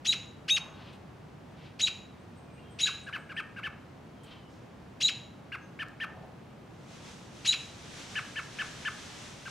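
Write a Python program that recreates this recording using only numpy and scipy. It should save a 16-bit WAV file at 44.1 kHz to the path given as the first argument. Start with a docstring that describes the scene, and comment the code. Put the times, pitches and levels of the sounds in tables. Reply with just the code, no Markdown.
"""Sharp "peek" notes and quick runs of low "tut" notes: a robin scolds from a leafy tree a few metres away.
Behind it are a distant town rumble, far birds, a few drips and a breeze that rises in the leaves.
The two sides of the robin's voice box (the syrinx) sing two pitches at once, and these mix into
extra tones. Nearby leaves scatter the sound and the trees ring on."""
import sys
import numpy as np
from scipy import signal
from scipy.fft import rfft, irfft, next_fast_len
from scipy.io import wavfile
from scipy.ndimage import map_coordinates

SR = 44100
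rng = np.random.default_rng(int(sys.argv[2]) if len(sys.argv) > 2 else 0)


def inscribe(sig):
    """Save sig as 16-bit PCM at rate SR to the path in sys.argv[1].

    A 1-D sig is mono; a 2-D sig holds one channel per row.
    Samples are clipped to [-1, 1] before scaling.
    """
    pcm = np.round(np.clip(np.atleast_2d(sig).T, -1, 1) * 32767)
    wavfile.write(sys.argv[1], SR, pcm.astype(np.int16))


N = 418950


def undb(db):
    """Turn decibels into a gain to multiply by."""
    return 10 ** (np.asarray(db) / 20)


def gain_at(hz, points):
    """Read the gain at a frequency from a curve of (frequency [Hz], level [dB]) points."""
    points_hz, db = np.transpose(points)
    return undb(np.interp(np.log(np.maximum(hz, 1)), np.log(points_hz), db))


def colour(x, points):
    """Filter a sound by a curve of (frequency [Hz], level [dB]) points."""
    size = next_fast_len(len(x))
    hz = np.arange(size // 2 + 1) * SR / size
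    return irfft(rfft(x, size) * gain_at(hz, points), size)[:len(x)]


def noise(points, size):
    """Noise of strength 1, filtered by such a curve."""
    x = colour(rng.standard_normal(size), points)
    return x / x.std()


def band(hz, q, size):
    """Noise of strength 1 around one pitch; a higher q makes it narrower."""
    x = signal.lfilter(*signal.iirpeak(hz, q, fs=SR), rng.standard_normal(size))
    return x / x.std()


def wander(rate, size):
    """A smooth random curve, roughly within +-1, that finds `rate` new values a second."""
    steps = np.arange(size) * rate / SR
    return map_coordinates(rng.standard_normal(int(steps[-1]) + 2), [steps], order=3, mode="nearest")


def stereo(mid, side):
    """Left and right, from what both share (mid) and how they differ (side)."""
    return np.array([mid + side, mid - side])


def add(track, start, sound):
    """Mix a sound into a track at a time in seconds."""
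    i = max(int(start * SR), 0)
    part = sound[:max(N - i, 0)]
    track[i:i + len(part)] += part


def surround(points, db):
    """Noise that arrives from all sides."""
    # stereo width: (frequency [Hz], side over mid [dB])
    width = [(30, -12), (70, -17.5), (140, -21.5), (280, -4), (12000, -6.5)]
    return undb(db) * stereo(noise(points, N), colour(noise(points, N), width))


def town():
    """A distant town rumbles almost steadily."""
    # tone of the rumble: (frequency [Hz], level [dB])
    rumble = [(15, -60), (25, -29), (82, -5), (148, -1.5), (433, -13.5), (782, -16), (2120, -27),
              (2700, -29), (4260, -36), (8580, -46), (9550, -47.5), (15500, -54.5)]
    return surround(rumble, -50 + 0.18 * wander(6.7, N))


def breeze():
    """Wind rises late in the scene and rustles the leaves."""
    # strength of the wind, in two runs of (time [s], relative level [dB])
    gusts = [
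        [(6.5, -82), (6.65, -81), (6.944, -62), (7.114, -58.5), (7.306, -63.5), (7.368, -58), (7.42, -57.5)],
        [(7.75, -57.5), (8.032, -53.5), (8.49, -58), (8.534, -54), (9.284, -54.5), (9.44, -57), (9.5, -53)],
    ]
    # tone of the rustle: (frequency [Hz], level [dB])
    rustle = [(400, -1.5), (1100, -0.5), (3500, 0.5), (4700, -3.5), (6000, -1.5), (8500, -10), (11000, -19),
              (15500, -41)]
    gust_db = 5.5 + np.interp(np.arange(N) / SR, *np.vstack(gusts).T)
    return surround(rustle, gust_db + wander(14, N))


def whistle(length, first_hz, last_hz):
    """A slightly wavering glide that swells and fades."""
    size = int(length * SR)
    hz = np.linspace(first_hz, last_hz, size) * (1 + 0.021 * wander(328.6, size))
    return np.hanning(size) * np.sin(2 * np.pi * np.cumsum(hz) / SR)


def far_birds():
    """Far birds whistle a row of very high notes and some scraps of song."""
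    # thin notes: (start [s], relative level [dB])
    thin_notes = [(2.18, -72), (2.35, -65), (2.518, -65), (2.69, -62), (3.01, -61), (3.171, -65),
                  (3.34, -63.5)]
    # song: (start [s], length [s], first pitch [Hz], last pitch [Hz], relative level [dB])
    song = [(2.383, 0.28, 2370, 2500, -66), (2.525, 0.14, 2890, 2740, -62),
            (2.557, 0.22, 3230, 3200, -68.5), (4.097, 0.47, 3255, 2850, -62.5),
            (5.6, 0.066, 6380, 6270, -65)]
    out = np.zeros(N)
    for start, db in thin_notes:
        add(out, start, undb(db) * whistle(length=0.054, first_hz=8200, last_hz=8650))
    for start, length, first_hz, last_hz, db in song:
        add(out, start, undb(db) * whistle(length, first_hz, last_hz))
    return out


def foliage():
    """Drips tap the leaves, and twigs stir now and then."""
    # drips: (start [s], level [dB], pitch [Hz], time to fade by 60 dB [s])
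    drips = [(.929, -67.5, 7930, 0.13), (3.178, -42.5, 525, 0.042), (4.234, -62, 8000, 0.14),
             (5.885, -46.5, 6590, 0.0045)]
    # stirs: (middle [s], quarter of the length [s], level [dB], strongest frequency [Hz])
    stirs = [(.68, 0.19, -56.5, 1150), (0.852, 0.084, -57, 3000), (1.645, 0.055, -59, 3150),
             (4.327, 0.069, -59.5, 3020), (4.547, .06, -71, 5300), (6.199, 0.1, -54.5, 706)]
    out = np.zeros(N)
    t = np.arange(SR // 5) / SR
    for start, db, hz, fade_s in drips:
        add(out, start, undb(db - 60 * t / fade_s) * band(hz, q=3.8, size=len(t)))
    for middle, quarter, db, hz in stirs:
        size = int(4 * quarter * SR)
        swell = np.hanning(size) * undb(db + 2.1 * wander(55.6, size))
        rustle = noise([(hz / 5, -16), (hz, 0), (hz * 1.41, -6), (hz * 4, -48)], size)
        add(out, middle - 2 * quarter, swell * rustle)
    return out


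def tree_echo():
    """The echo of one click: nearby leaves scatter it at once, trunks and treetops further off ring on."""
    # tone of the echo: (frequency [Hz], level [dB])
    echo_tone = [(500, 5), (2900, 2.5), (3900, 0.5), (7000, -0.5), (10500, -2.5), (15000, 6)]
    # (level [dB], time to fade by 60 dB [s], delay [s])
    leaves, wood = (-9, 0.078, 0.002), (-10.5, 0.47, 0.012)
    t = np.arange(SR) / SR
    out = 0
    for db, fade_s, delay in (leaves, wood):
        onset = np.clip(t / delay - 1, 0, 1)
        tail = rng.standard_normal(len(t)) * undb(-60 * t / fade_s) * onset
        out = out + undb(db) * tail / np.sqrt(np.sum(tail ** 2))
    return colour(out, echo_tone)


def among_trees(direct, spread):
    """The direct sound comes a little from the left; what spreads into the trees echoes all around."""
    # stereo width of the echoes: (frequency [Hz], side over mid [dB])
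    width = [(3000, -16.5), (7000, -12.5), (12000, 2)]
    mid, side = (signal.fftconvolve(spread, tree_echo())[:N] for _ in range(2))
    lean_left = colour(direct, [(4000, -21.5), (7000, -20.5), (12000, -8)])
    return stereo(direct + mid, lean_left + colour(side, width))


def airflow(t, attack_s, release_s):
    """The breath behind a note: a straight rise, a hold and a rounded end."""
    return np.clip(t / attack_s, 0, 1) * np.sin(np.pi / 2 * np.clip((t[-1] - t) / release_s, 0, 1))


def syrinx(curves, rasp_tone, difference_db, sum_db, overtone_db, jitter, flutter_db):
    """Two membranes sing in one airflow, adding tones at the sum and difference of their pitches."""
    low_hz, high_hz, low_gain, high_gain, rasp = curves
    size = len(rasp)
    # the membranes swing unevenly while they rasp
    uneven_hz = [hz * (1 + jitter * rasp * wander(1500, size)) for hz in (low_hz, high_hz)]
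    low_phase, high_phase = 2 * np.pi * np.cumsum(uneven_hz, axis=1) / SR
    low = np.sin(low_phase) + undb(overtone_db) * (np.sin(2 * low_phase) + np.sin(3 * low_phase) / 2)
    high = np.sin(high_phase) + undb(overtone_db) * np.sin(2 * high_phase)
    let_out = np.clip((high_hz - low_hz) / 2600, 0, 1) ** 2  # a small throat gives out low tones poorly
    difference_tone = let_out * undb(difference_db) * np.sin(high_phase - low_phase)
    sum_tone = undb(sum_db) * np.sin(high_phase + low_phase)
    flutter = undb(flutter_db * wander(301, size))
    voices = low_gain * low + high_gain * flutter * (high + difference_tone + sum_tone)
    return voices + rasp * noise(rasp_tone, size)


def arch(along, first_hz, top_hz, last_hz, steepness):
    """Pitch as `along` runs from 0 to 1: a quick rise, then a slower fall that steepens."""
    rise_share = 0.275
    rise = np.sin(np.pi / 2 * np.clip(along / rise_share, 0, 1))
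    fall = np.clip((along - rise_share) / (1 - rise_share), 0, 1) ** steepness
    return first_hz + (top_hz - first_hz) * rise + (last_hz - top_hz) * fall


def tut(length, pitch, high_db):
    """Pitch and gain curves of a tut: both voices arch once, growing rougher until cut off."""
    # each voice at pitch ratio 1: (first [Hz], top [Hz], last [Hz], steepness of the fall)
    low_arch = (1400, 1750, 922, 2.66)
    high_arch = (1850, 3080, 1800, 1.65)
    t = np.arange(int(length * SR)) / SR
    along = t / length
    low, high = pitch * arch(along, *low_arch), pitch * arch(along, *high_arch)
    air = airflow(t, attack_s=0.002, release_s=0.01)
    low_gain = air * undb(11 * np.minimum(along / 0.28 - 1, 0))  # grows over the first 28% of the note
    rasp = air * undb(-24 + 13.5 * along)
    return low, high, low_gain, air * undb(high_db), rasp


def peek(fall_at, low_hz, high_hz, swell_at, swell_width, sag_hz, climb_hz, rasp_db):
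    """Pitch and gain curves of a peek: the membranes tighten, hold and let go, so both voices follow."""
    # how the throat rings with the beak wide open: (frequency [Hz], level [dB])
    throat = [(1000, -10.5), (1900, -8.5), (2680, 3.5), (3300, -1), (3900, -1), (4900, -6.5), (6800, -3)]
    rise_s, fall_s = 0.033, 0.026
    slack_low_hz, slack_high_hz, slack_rasp_db = 1015, 2450, -4
    swell_db, high_fade_db = 7.5, 7.5
    t = np.arange(int((fall_at + fall_s) * SR)) / SR
    rise = np.sin(np.pi / 2 * np.clip(t / rise_s, 0, 1)) ** 2
    held = np.clip((t - rise_s) / (fall_at - rise_s), 0, 1)
    fall = np.clip(1 - (t - fall_at) / fall_s, 0, 1)
    low_tension, high_tension = rise * fall ** 1.9, rise * fall ** 2.9  # the high voice drops faster
    # one swell of air makes the low voice louder and both pitches sag
    swell = np.exp(-((t - swell_at) / swell_width) ** 2)
    tight_low_hz = low_hz - sag_hz * swell
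    tight_high_hz = high_hz - 0.665 * sag_hz * swell - climb_hz * (1 - held) ** 2
    low = slack_low_hz + low_tension * (tight_low_hz - slack_low_hz)
    high = slack_high_hz + high_tension * (tight_high_hz - slack_high_hz)
    low_air, high_air = airflow(t, 0.033, fall_s), airflow(t, 0.023, fall_s)  # the high voice leads
    low_gain = low_air * gain_at(low, throat) * undb(swell_db * swell)
    high_gain = high_air * gain_at(high, throat) * undb(-1 - high_fade_db * np.sqrt(held) * fall)
    # slack membranes rasp, tight ones sing clearly
    rasp = high_air * undb(slack_rasp_db + (rasp_db - slack_rasp_db) * (rise * fall) ** 2)
    return low, high, low_gain, high_gain, rasp


def robin():
    """Loud peeks and softer tuts: the sound that comes straight and the sound sent into the trees."""
    # peeks: (start [s], time until the fall [s], low voice [Hz], high voice [Hz], relative level [dB],
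    # time of the swell [s], its half width [s], sag in pitch [Hz], climb of the high voice [Hz],
    # rasp in the hold [dB], difference tone [dB], sum tone [dB], share sent into the trees [dB])
    peek_notes = [(.046, .076, 4030, 6880, 0, 0.051, .013, 217.5, -3, -22, -20, -14.5, -2),
                  (.479, 0.085, 3807, 6580, 1.1, 0.037, 0.026, 45, 334, -28, -1.5, -10, -7),
                  (1.79, 0.077, 4025, 6880, -0.6, 0.052, .014, 199.6, 6, -21, -22, -16, -2.5),
                  (2.786, 0.079, 4000, 6860, -2.5, .052, .01, 180, -1, -20, -18, -9.5, 2.5),
                  (5.002, .079, 4067, 6960, 0.84, .051, 0.0131, 238.5, 1, -20.5, -23, -20, -2.5),
                  (7.446, 0.078, 4040, 6900, 0.5, 0.048, .012, 199.6, -1, -19, -9, -9.5, -1)]
    # tuts: (start [s], length [s], pitch ratio, level [dB], high voice against that level [dB])
    tut_notes = [(2.854, 0.046, 0.96, -34.5, -7), (3.063, .04, .95, -37.5, -12), (3.126, .047, 1, -34, -3),
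                 (3.291, 0.042, 0.94, -39.5, -7), (3.364, 0.048, 1.03, -32.5, -3.5),
                 (3.561, 0.043, .93, -38, -9), (3.63, 0.052, 1.006, -33.5, -3.5),
                 (5.518, .044, .94, -35.5, -2.5), (5.789, 0.049, 1.02, -33.5, -4),
                 (6.0, 0.053, 1.037, -32, -5.5), (8.153, .047, 1.0, -30, -2.5),
                 (8.357, 0.048, 1.015, -32, -4), (8.585, 0.044, 1.015, -30, -5),
                 (8.849, 0.043, 1.02, -28.5, -6), (9.454, 0.033, .91, -37.5, -8.5)]
    # tone of the rasp in each call: (frequency [Hz], level [dB])
    peek_rasp = [(700, -26), (2400, -2), (4700, -0.5), (6500, -7), (8500, -16), (12000, -19), (15000, -37)]
    tut_rasp = [(1000, -16), (2500, 6), (4500, -6.5), (7000, -18.5), (11500, -14.5), (15000, -16)]
    peeks, spread, tuts = np.zeros((3, N))
    for start, fall_at, low_hz, high_hz, db, *shape, difference_db, sum_db, spread_db in peek_notes:
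        curves = peek(fall_at, low_hz, high_hz, *shape)
        note = undb(db - 25) * syrinx(curves, peek_rasp, difference_db, sum_db,
                                      overtone_db=-25.5, jitter=0.11, flutter_db=3.2)
        add(peeks, start, note)
        add(spread, start, undb(spread_db) * note)  # the share varies as the bird turns its head
    for start, length, pitch, db, high_db in tut_notes:
        note = syrinx(tut(length, pitch, high_db), tut_rasp, difference_db=-8, sum_db=-23.5,
                      overtone_db=-29, jitter=0.21, flutter_db=1.1)
        add(tuts, start, undb(db) * note)
    spread += colour(tuts, [(1800, -2), (2900, -6)])  # the low voice carries furthest
    damping = [(7600, -1), (11000, -6), (14500, -17)]  # throat and beak soften the highest tones
    return colour(peeks + tuts, damping), colour(spread, damping)


def scene():
    """Birds and leaves in the tree, over the town and the breeze."""
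    background = town() + breeze()
    direct, spread = robin()
    far, near = far_birds(), foliage()
    # far birds are heard mostly by their echoes
    return background + among_trees(direct + far / 2 + near, spread + undb(6.5) * far + near)


def record(dry):
    """Cut away the treble above 15700 Hz."""
    return signal.sosfilt(signal.ellip(10, .1, 80, 15700, fs=SR, output="sos"), dry)


dry = scene()
out = record(dry)
inscribe(out)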